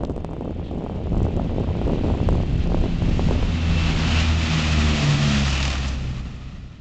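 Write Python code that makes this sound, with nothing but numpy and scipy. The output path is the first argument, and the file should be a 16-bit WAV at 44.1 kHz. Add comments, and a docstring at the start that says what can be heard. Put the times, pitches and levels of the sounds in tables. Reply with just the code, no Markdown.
"""Beside a runway, a four-engined piston bomber runs up at full power and passes close to a small camera.
Its propellers drone and beat against each other, the radial engines' exhausts roar and rasp with
every firing, a supercharger whines, and all sink in pitch as the plane goes by.
Until it is near, gusts buffet the microphone with rumble and hard slaps of air.
A tick and a brief rustle sound beside the camera in the first second."""
import sys
import numpy as np
from scipy.fft import rfft, irfft, next_fast_len
from scipy.io import wavfile
from scipy.ndimage import map_coordinates

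SR = 44100
rng = np.random.default_rng(int(sys.argv[2]) if len(sys.argv) > 2 else 0)


def waveform_to_disk(signal):
    """Save audio, clipped to [-1, 1], as 16-bit WAV at the path in sys.argv[1]."""
    frames = np.transpose(np.atleast_2d(signal))
    scaled = np.clip(frames, -1, 1) * 32767
    samples = np.round(scaled).astype(np.int16)
    wavfile.write(sys.argv[1], SR, samples)


N = 300042
SIDE_ON_S = 5.42  # the plane is side-on to the camera

# The exhaust's swell and fade. Each row: time in seconds, tone level in dB, roar level in dB.
EXHAUST_LEVELS = [(0, -51.5, -42.5), (1.5, -37.5, -44), (4.1, -38.5, -30.5), (4.5, -34, -40.5),
                  (5.15, -33.5, -32.5), (6.1, -43.5, -38), (6.8, -49.5, -55.5)]


def amp(db):
    """Decibels to gain."""
    return 10 ** (np.asarray(db) / 20)


def unit(x):
    """Scale to rms 1."""
    return x / np.sqrt(np.mean(x ** 2) + 1e-20)


def curves(rows):
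    """One value per sample for each column after the time."""
    times, *columns = np.transpose(rows)
    return [np.interp(np.arange(N) / SR, times, column) for column in columns]


def swell(peak_s, width_s):
    """A bell-shaped envelope that peaks at 1."""
    return np.exp(-((np.arange(N) / SR - peak_s) / width_s) ** 2)


def wobble(rate):
    """A smooth random curve, rate knots a second."""
    position = np.arange(N) * rate / SR
    coarse = position[::32]
    knots = rng.standard_normal(int(N * rate / SR) + 4)
    return np.interp(position, coarse, map_coordinates(knots, [coarse]))


def filtered(x, response):
    """Filter x by a complex response of frequency."""
    size = next_fast_len(N + SR // 4)
    return irfft(rfft(x, size) * response(np.fft.rfftfreq(size, 1 / SR)), size)[:N]


def band(x, low_hz, high_hz):
    """The part of x between two frequencies."""
    return filtered(x, lambda hz: (hz >= low_hz) & (hz < high_hz))


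def lowpass(x, corner_hz, steepness):
    """Roll off the treble."""
    return filtered(x, lambda hz: 1 / (1 + (hz / corner_hz) ** steepness))


def noise(colour):
    """Noise of rms 1 with a spectrum of (Hz, dB) points."""
    points_hz, db = np.transpose(colour)
    response = lambda hz: amp(np.interp(np.log(hz + 1), np.log(points_hz), db))
    return unit(filtered(rng.standard_normal(N), response))


def tone(turns, drift, flutter, flutter_rate=25):
    """A sine of rms 1 whose phase drifts and whose level flutters in the turbulent air."""
    phase = 2 * np.pi * (turns + rng.random()) + drift * wobble(4)
    return unit(np.sin(phase) * (1 + flutter * wobble(flutter_rate)))


def propellers(blade_turns):
    """Three strong blade tones that beat, and overtones smeared by the four unequal shaft speeds."""
    # The drone, each tone beamed its own way as the plane goes by.
    # Each row: time in seconds, then the levels of harmonics 1, 2 and 3 in dB.
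    drone_levels = [(0, -41.5, -43.5, -55), (2, -31, -34, -47.5), (3.2, -33, -28.5, -35),
                    (3.45, -22.5, -36, -35), (3.9, -24, -24, -39.5), (4.3, -21, -36, -31.5),
                    (4.58, -24.5, -24, -33.5), (4.9, -20.5, -29.5, -26.5), (5.12, -38, -17.5, -36.5),
                    (5.36, -24.5, -25, -21), (5.6, -22.5, -31.5, -47), (5.85, -26, -34.5, -40),
                    (6.08, -30, -31.5, -48.5), (6.8, -49.5, -50.5, -54)]
    # The buzz above it. Each row: multiple of the blade rate, relative level in dB.
    overtones = [(4, -6), (5, -11.5), (6, -16.5), (7, -15), (8, -17), (9, -15)]
    beat_hz, in_step_s, beat_depths = 1.89, 4.28, (.66, .58, .77)
    t = np.arange(N) / SR
    in_view = 1 - swell(SIDE_ON_S, .39)  # side-on, one propeller hides the rest and the beating stops
    drone = np.zeros(N)
    for k, (db, depth) in enumerate(zip(curves(drone_levels), beat_depths), 1):
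        beat = np.sqrt(1 + depth * in_view * np.cos(2 * np.pi * k * beat_hz * (t - in_step_s)))
        drone += amp(db) * beat * tone(k * blade_turns, drift=.15, flutter=.08)
    buzz = sum(amp(db) * tone(round(k) * blade_turns, drift=.9, flutter=.4) for k, db in overtones)
    # the overtones are thrown out sideways, in the plane of the propellers
    buzz_db = curves(EXHAUST_LEVELS)[0] - 6 + 10 * swell(5.05, .42)
    return drone + amp(buzz_db) * buzz


def exhaust(cycles):
    """Unequal cylinders sound the orders of the engine cycle over a low roar."""
    # A nine-cylinder four-stroke's tones. Each row: multiple of the cycle rate, relative level in dB.
    orders = [(1, -9), (2, -3), (3, -8), (4, -4), (5, -1.5), (6, -9), (7, 0), (8, -10), (9, -4), (10, -9),
              (11, -8), (12, -14), (13, -14), (14, -10), (15, -18), (16, -18), (17, -17), (18, -20)]
    # The roar's spectrum. 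Each row: frequency in Hz, relative level in dB.
    roar_colour = [(30, -21), (70, -12), (130, -1.5), (230, 2.5), (330, -8), (480, -12.5), (800, -16),
                   (1600, -41), (3000, -96)]
    tones_db, roar_db = curves(EXHAUST_LEVELS)
    tones = sum(amp(db) * tone(k * cycles, drift=.4, flutter=.2, flutter_rate=8) for k, db in orders)
    return amp(tones_db) * tones + amp(roar_db) * noise(roar_colour)


def firing_puffs(cycles):
    """The pulsing envelope of four engines at slightly different speeds, nine uneven cylinders each."""
    puffs = np.zeros(N)
    for speed in (.988, .997, 1.004, 1.013):
        firings = 9 * (speed * cycles + rng.random())
        shot = firings.astype(int)
        cylinder_db = 3.8 * rng.standard_normal(9)[shot % 9]
        shot_db = 2.2 * rng.standard_normal(4096)[shot]
        puffs += amp(cylinder_db + shot_db) * np.exp(-(firings % 1) / 1.6)
    return unit(puffs)


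def ground_bounce(direct, delay_s=.00159):
    """The ground reflects a late, duller copy."""
    # The bounce along the plane's path. Each row: time in seconds, share reflected.
    strength = [(0, 0.027), (4, 0.054), (4.8, 0.21), (5.5, 0.19), (6.8, 0.37)]
    late = filtered(direct, lambda hz: np.exp(-2j * np.pi * hz * delay_s))
    return curves(strength)[0] * lowpass(late, 2600, 10)


def rasp(cycles):
    """Each firing lets out a puff of hiss; the treble is strongest side-on and dulls to either side."""
    # The rasp's rise and fall. Each row: time in seconds, relative level in dB.
    levels = [(0.13, -57.5), (1.89, -46), (2.68, -44.5), (3.51, -38), (3.6, -36), (4.2, -28), (4.36, -33),
              (4.55, -28), (4.74, -29.5), (5.67, -29.5), (5.81, -36.5), (5.85, -34), (6.02, -44.5),
              (6.8, -58)]
    # The hiss's spectrum. Each row: frequency in Hz, relative level in dB.
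    colour = [(150, -24), (400, -7.5), (700, -1.5), (1200, -2), (1700, -3), (2200, -1.5), (2700, 0.5),
              (3200, -2), (4000, -4.5), (5200, -6.5), (7200, -10.5), (8000, -21.5), (8600, -32),
              (9100, -56.5)]
    # Brief bright surges. Each row: time in seconds, half-width in seconds, treble lift in dB.
    surges = [(3.22, .12, 4), (5.5, 0.016, 4), (5.65, .04, 2), (5.885, 0.012, 9)]
    side_on_treble_db, dulling_db_per_s = -8, 2.5
    t = np.arange(N) / SR
    pulsing = 3.3 + firing_puffs(cycles)
    # just past the closest point the rasp barks once a crank turn
    bark_db = 8 * swell(5.65, .19) * (np.exp(-(2 * cycles % 1) / .18) - .3)
    hiss = noise(colour) * pulsing * amp(bark_db + .83 * wobble(30))
    hiss += ground_bounce(hiss)
    body = lowpass(hiss, 4600, 10)
    treble = unit(hiss - body)
    body /= np.std(band(hiss, 2000, 4500))
    # heard from behind, the exhausts are throatier
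    behind = np.interp(t, [5.6, 6.5], [0, .45])
    throat = behind * filtered(body, lambda hz: np.exp(-((hz - 1200) / 500) ** 2))
    # the air swallows the highs while the plane is far
    air_loss = np.interp(t, [0, 1.3, 2.8], [.4, .25, 0])
    body -= air_loss * (body - lowpass(body, 3500, 12))
    treble_db = side_on_treble_db - dulling_db_per_s * np.abs(t - SIDE_ON_S)
    treble_db += sum(db * swell(peak_s, width_s) for peak_s, width_s, db in surges)
    return amp(curves(levels)[0] - .83) * (body + throat + amp(treble_db) * treble)


def supercharger():
    """A thin two-tone whine beamed forward from the intakes, faint whistles and two shrill hisses."""
    # The main whine. Each row: time in seconds, pitch in Hz, level in dB.
    whine_path = [(0, 2620, -78), (2.6, 2685, -59), (3.54, 2683, -51), (3.68, 2670, -39.5),
                  (3.84, 2666, -39), (3.96, 2659, -47), (4.1, 2650, -38), (4.22, 2640, -38),
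                  (4.33, 2618, -52), (5.5, 2280, -100)]
    # Distant engine whistles. Each row: pitch in Hz, opening level in dB, level at two seconds in dB.
    whistles = [(3140, -73, -60.5), (3570, -72.5, -75)]
    upper_ratio, upper_db = 1.143, -8  # the second tone against the first
    t = np.arange(N) / SR
    hz, db = curves(whine_path)
    turns = np.cumsum(hz) / SR
    whine = amp(db) * tone(turns, drift=.7, flutter=.4, flutter_rate=45)
    whine += amp(db + upper_db) * tone(upper_ratio * turns, drift=1.5, flutter=.5, flutter_rate=45)
    for pitch_hz, first_db, later_db in whistles:
        whistle_db = np.interp(t, [0, 2, 3.5, 4.6], [first_db, later_db, later_db, -100])
        whine += amp(whistle_db) * tone(pitch_hz * t, drift=1.3, flutter=.42)
    hiss_gain = amp(-33) * swell(4.18, .08) + amp(-31) * swell(5.58, .05)
    return whine + hiss_gain * noise([(1800, -44), (2400, -4.5), (2680, 0), (3000, -2.5), (3800, -47.5)])


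def gust(start_s, hold_s, release_s, attack_s=.07):
    """The envelope of one gust: it rises fast, holds and dies away."""
    t = np.arange(N) / SR
    return np.exp(-np.maximum(start_s - t, 0) / attack_s - np.maximum(t - start_s - hold_s, 0) / release_s)


def eddies(times, sizes, widths_ms):
    """Each eddy crossing the microphone port is one smooth pressure swing; narrow ones are brighter."""
    lag = np.arange(-400, 401)
    phase = np.exp(2j * np.pi * rng.random((len(times), 1)))
    swing = phase / (1 + 1j * lag / (SR * widths_ms[:, None] / 1000)) ** 2
    pulses = sizes[:, None] * swing.real * np.hanning(len(lag))
    samples = np.clip((times[:, None] * SR).astype(int) + lag, 0, N)
    return np.bincount(samples.ravel(), pulses.ravel(), N + 1)[:N]


def eddy_swarm(count=1900):
    """Small eddies of mixed size and width buffet the port in clumps."""
    size, width = np.clip(rng.standard_normal((count, 2)).T, -1.5, 1.5)
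    swarm = eddies(rng.random(count) * N / SR, amp(2.1 * size), .84 * np.exp(.27 * width))
    swarm *= amp(4.2 * np.tanh(wobble(45)))
    return swarm / np.std(band(swarm, 280, 1000))


def wind():
    """Air hits the microphone: a lumpy rumble, small eddies that die with each gust, and hard slaps."""
    # The breeze between gusts. Each row: time in seconds, rumble in dB, eddies in dB.
    breeze = [(0, -35, -41), (1.2, -30.5, -33.5), (2.2, -23, -30.5), (2.5, -21, -41.5), (3.5, -31, -48.5),
              (5.1, -44.5, -87), (6.2, -32.5, -93), (6.8, -43, -103.5)]
    # The gusts. Each row: start in seconds, hold in seconds, rumble in dB, eddies in dB.
    gusts = [(0, 0.12, -30, -34), (0.429, .08, -35, -33), (0.72, .14, -36, -31.5),
             (1.133, 0.29, -21, -31.5), (1.553, 0.47, -27.5, -28.5), (2.06, 0.06, -19.5, -28),
             (2.28, .13, -19, -29), (2.705, 0.18, -22.5, -31), (3.034, 0.12, -19, -35),
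             (3.265, .16, -19, -34), (3.698, 0.4, -24.5, -41)]
    # The rumble's spectrum. Each row: frequency in Hz, relative level in dB.
    rumble_colour = [(8, -17.5), (20, -3.5), (35, 0), (60, -2.5), (120, -8), (220, -16), (400, -35.5),
                     (900, -70.5), (2000, -110)]
    # Slaps of the hardest eddies. Each row: start in seconds, relative level in dB.
    slap_hits = [(0.034, -19), (0.047, -35.5), (0.096, -25), (0.162, -25), (0.177, -25.5), (0.245, -21.5),
                 (0.29, -28), (0.332, -25.5), (0.365, -24.5), (0.408, -23), (0.862, -24), (0.896, -23),
                 (1.145, -21), (1.203, -21), (1.265, -18.5), (1.395, -16.5), (1.494, -26.5), (1.631, -28.5),
                 (1.751, -23), (1.788, -26), (1.814, -19), (1.896, -18.5), (2.035, -21.5), (2.1, -18.5),
                 (2.201, -19.5), (2.287, -12.5), (2.433, -22.5), (2.718, -19.5), (2.744, -13),
                 (2.771, -27.5), (2.838, -21), (3.02, -21), (3.193, -12.5), (3.286, -20.5), (3.308, -18),
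                 (3.426, -19.5)]
    slap_rise_s, wake_decay_s, port_hz = .001976, .009, 2050
    t = np.arange(N) / SR
    rumble_gain, eddy_gain = amp(curves(breeze))
    for start_s, hold_s, rumble_db, eddy_db in gusts:
        rumble_gain = np.maximum(rumble_gain, amp(rumble_db) * gust(start_s, hold_s, release_s=.14))
        eddy_gain = np.maximum(eddy_gain, amp(eddy_db) * gust(start_s, hold_s, release_s=.03))
    rumble = rumble_gain * unit(noise(rumble_colour) * amp(.86 * wobble(10)))
    swarm = eddy_swarm()
    onsets, slap_db = np.transpose(slap_hits)
    peaks = onsets + slap_rise_s
    slaps = eddies(peaks, amp(slap_db + 6.5), widths_ms=np.full(len(peaks), .56))
    slaps = lowpass(slaps, port_hz, 6)  # the port smooths the fastest swings
    # each slap stirs up a short wake of small eddies
    for peak_s, db in zip(peaks, slap_db):
        wake = amp(db - 7) * (t >= peak_s) * np.exp(-np.abs(t - peak_s) / wake_decay_s)
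        eddy_gain = np.maximum(eddy_gain, wake)
    # the flow runs smooth for a moment before a big eddy breaks away
    until_slap_s = peaks[np.minimum(np.searchsorted(peaks, t), len(peaks) - 1)] - t
    lull = 1 - .65 * np.sin(np.pi * np.clip(until_slap_s / .016, 0, 1)) ** 2
    pressure = rumble + eddy_gain * lull * swarm
    # air forced through the port fizzes at the crest of each swing
    fizz = noise([(2000, -6.5), (4000, -4.5), (7400, -3.5), (8300, -15.5), (9000, -40.5)])
    return pressure + amp(-36) * np.maximum(pressure, 0) * fizz + slaps


def tick():
    """One sharp tick beside the camera."""
    snap = noise([(500, -20), (2000, -2.5), (5000, -9), (7200, -8), (9000, -45)])
    return amp(-31) * swell(.0505, .0004) * snap


def rustle(flutter_hz=255):
    """A brief, fluttering rustle beside the camera."""
    flutter = 1 + np.sin(2 * np.pi * flutter_hz * np.arange(N) / SR)
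    hiss = noise([(1500, -29.5), (3000, -2.5), (4100, -6.5), (4800, -18), (9000, -33.5)])
    return amp(-54.5) * swell(.67, .038) * flutter * hiss


def scene():
    """The bomber passes through the wind, its propellers and exhausts locked together by the gearing."""
    # The pass-by's pitch, Doppler shift included. Each row: time in seconds, blade-passing rate in Hz.
    blade_rate = [(0, 81.37), (1, 82.83), (2, 83.7), (3, 84.38), (3.5, 82.3), (4, 80.46), (4.5, 78.86),
                  (4.8, 75.9), (5, 73.1), (5.2, 71.74), (5.4, 69.85), (5.6, 67.4), (6, 65.2), (6.8, 62.66)]
    blade_turns = np.cumsum(curves(blade_rate)[0]) / SR
    # three-bladed propellers are geared 9:16 to crankshafts that turn twice a cycle
    cycles = blade_turns / 3 * 16 / 9 / 2
    plane = propellers(blade_turns) + exhaust(cycles) + rasp(cycles) + supercharger()
    return (plane + wind() + tick() + rustle())[None]


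def record(dry):
    """The camera rounds off the highest peaks and keeps nothing above its band limit."""
    ceiling, fade_s, top_hz = .55, .004, 9050
    rounded = dry[0] / (1 + (dry[0] / ceiling) ** 6) ** (1 / 6)
    fade = np.interp(np.arange(N), [0, SR * fade_s, N - SR * fade_s, N], [0, 1, 1, 0])
    return band(fade * rounded, 0, top_hz)[None]


dry = scene()
out = record(dry)
waveform_to_disk(out)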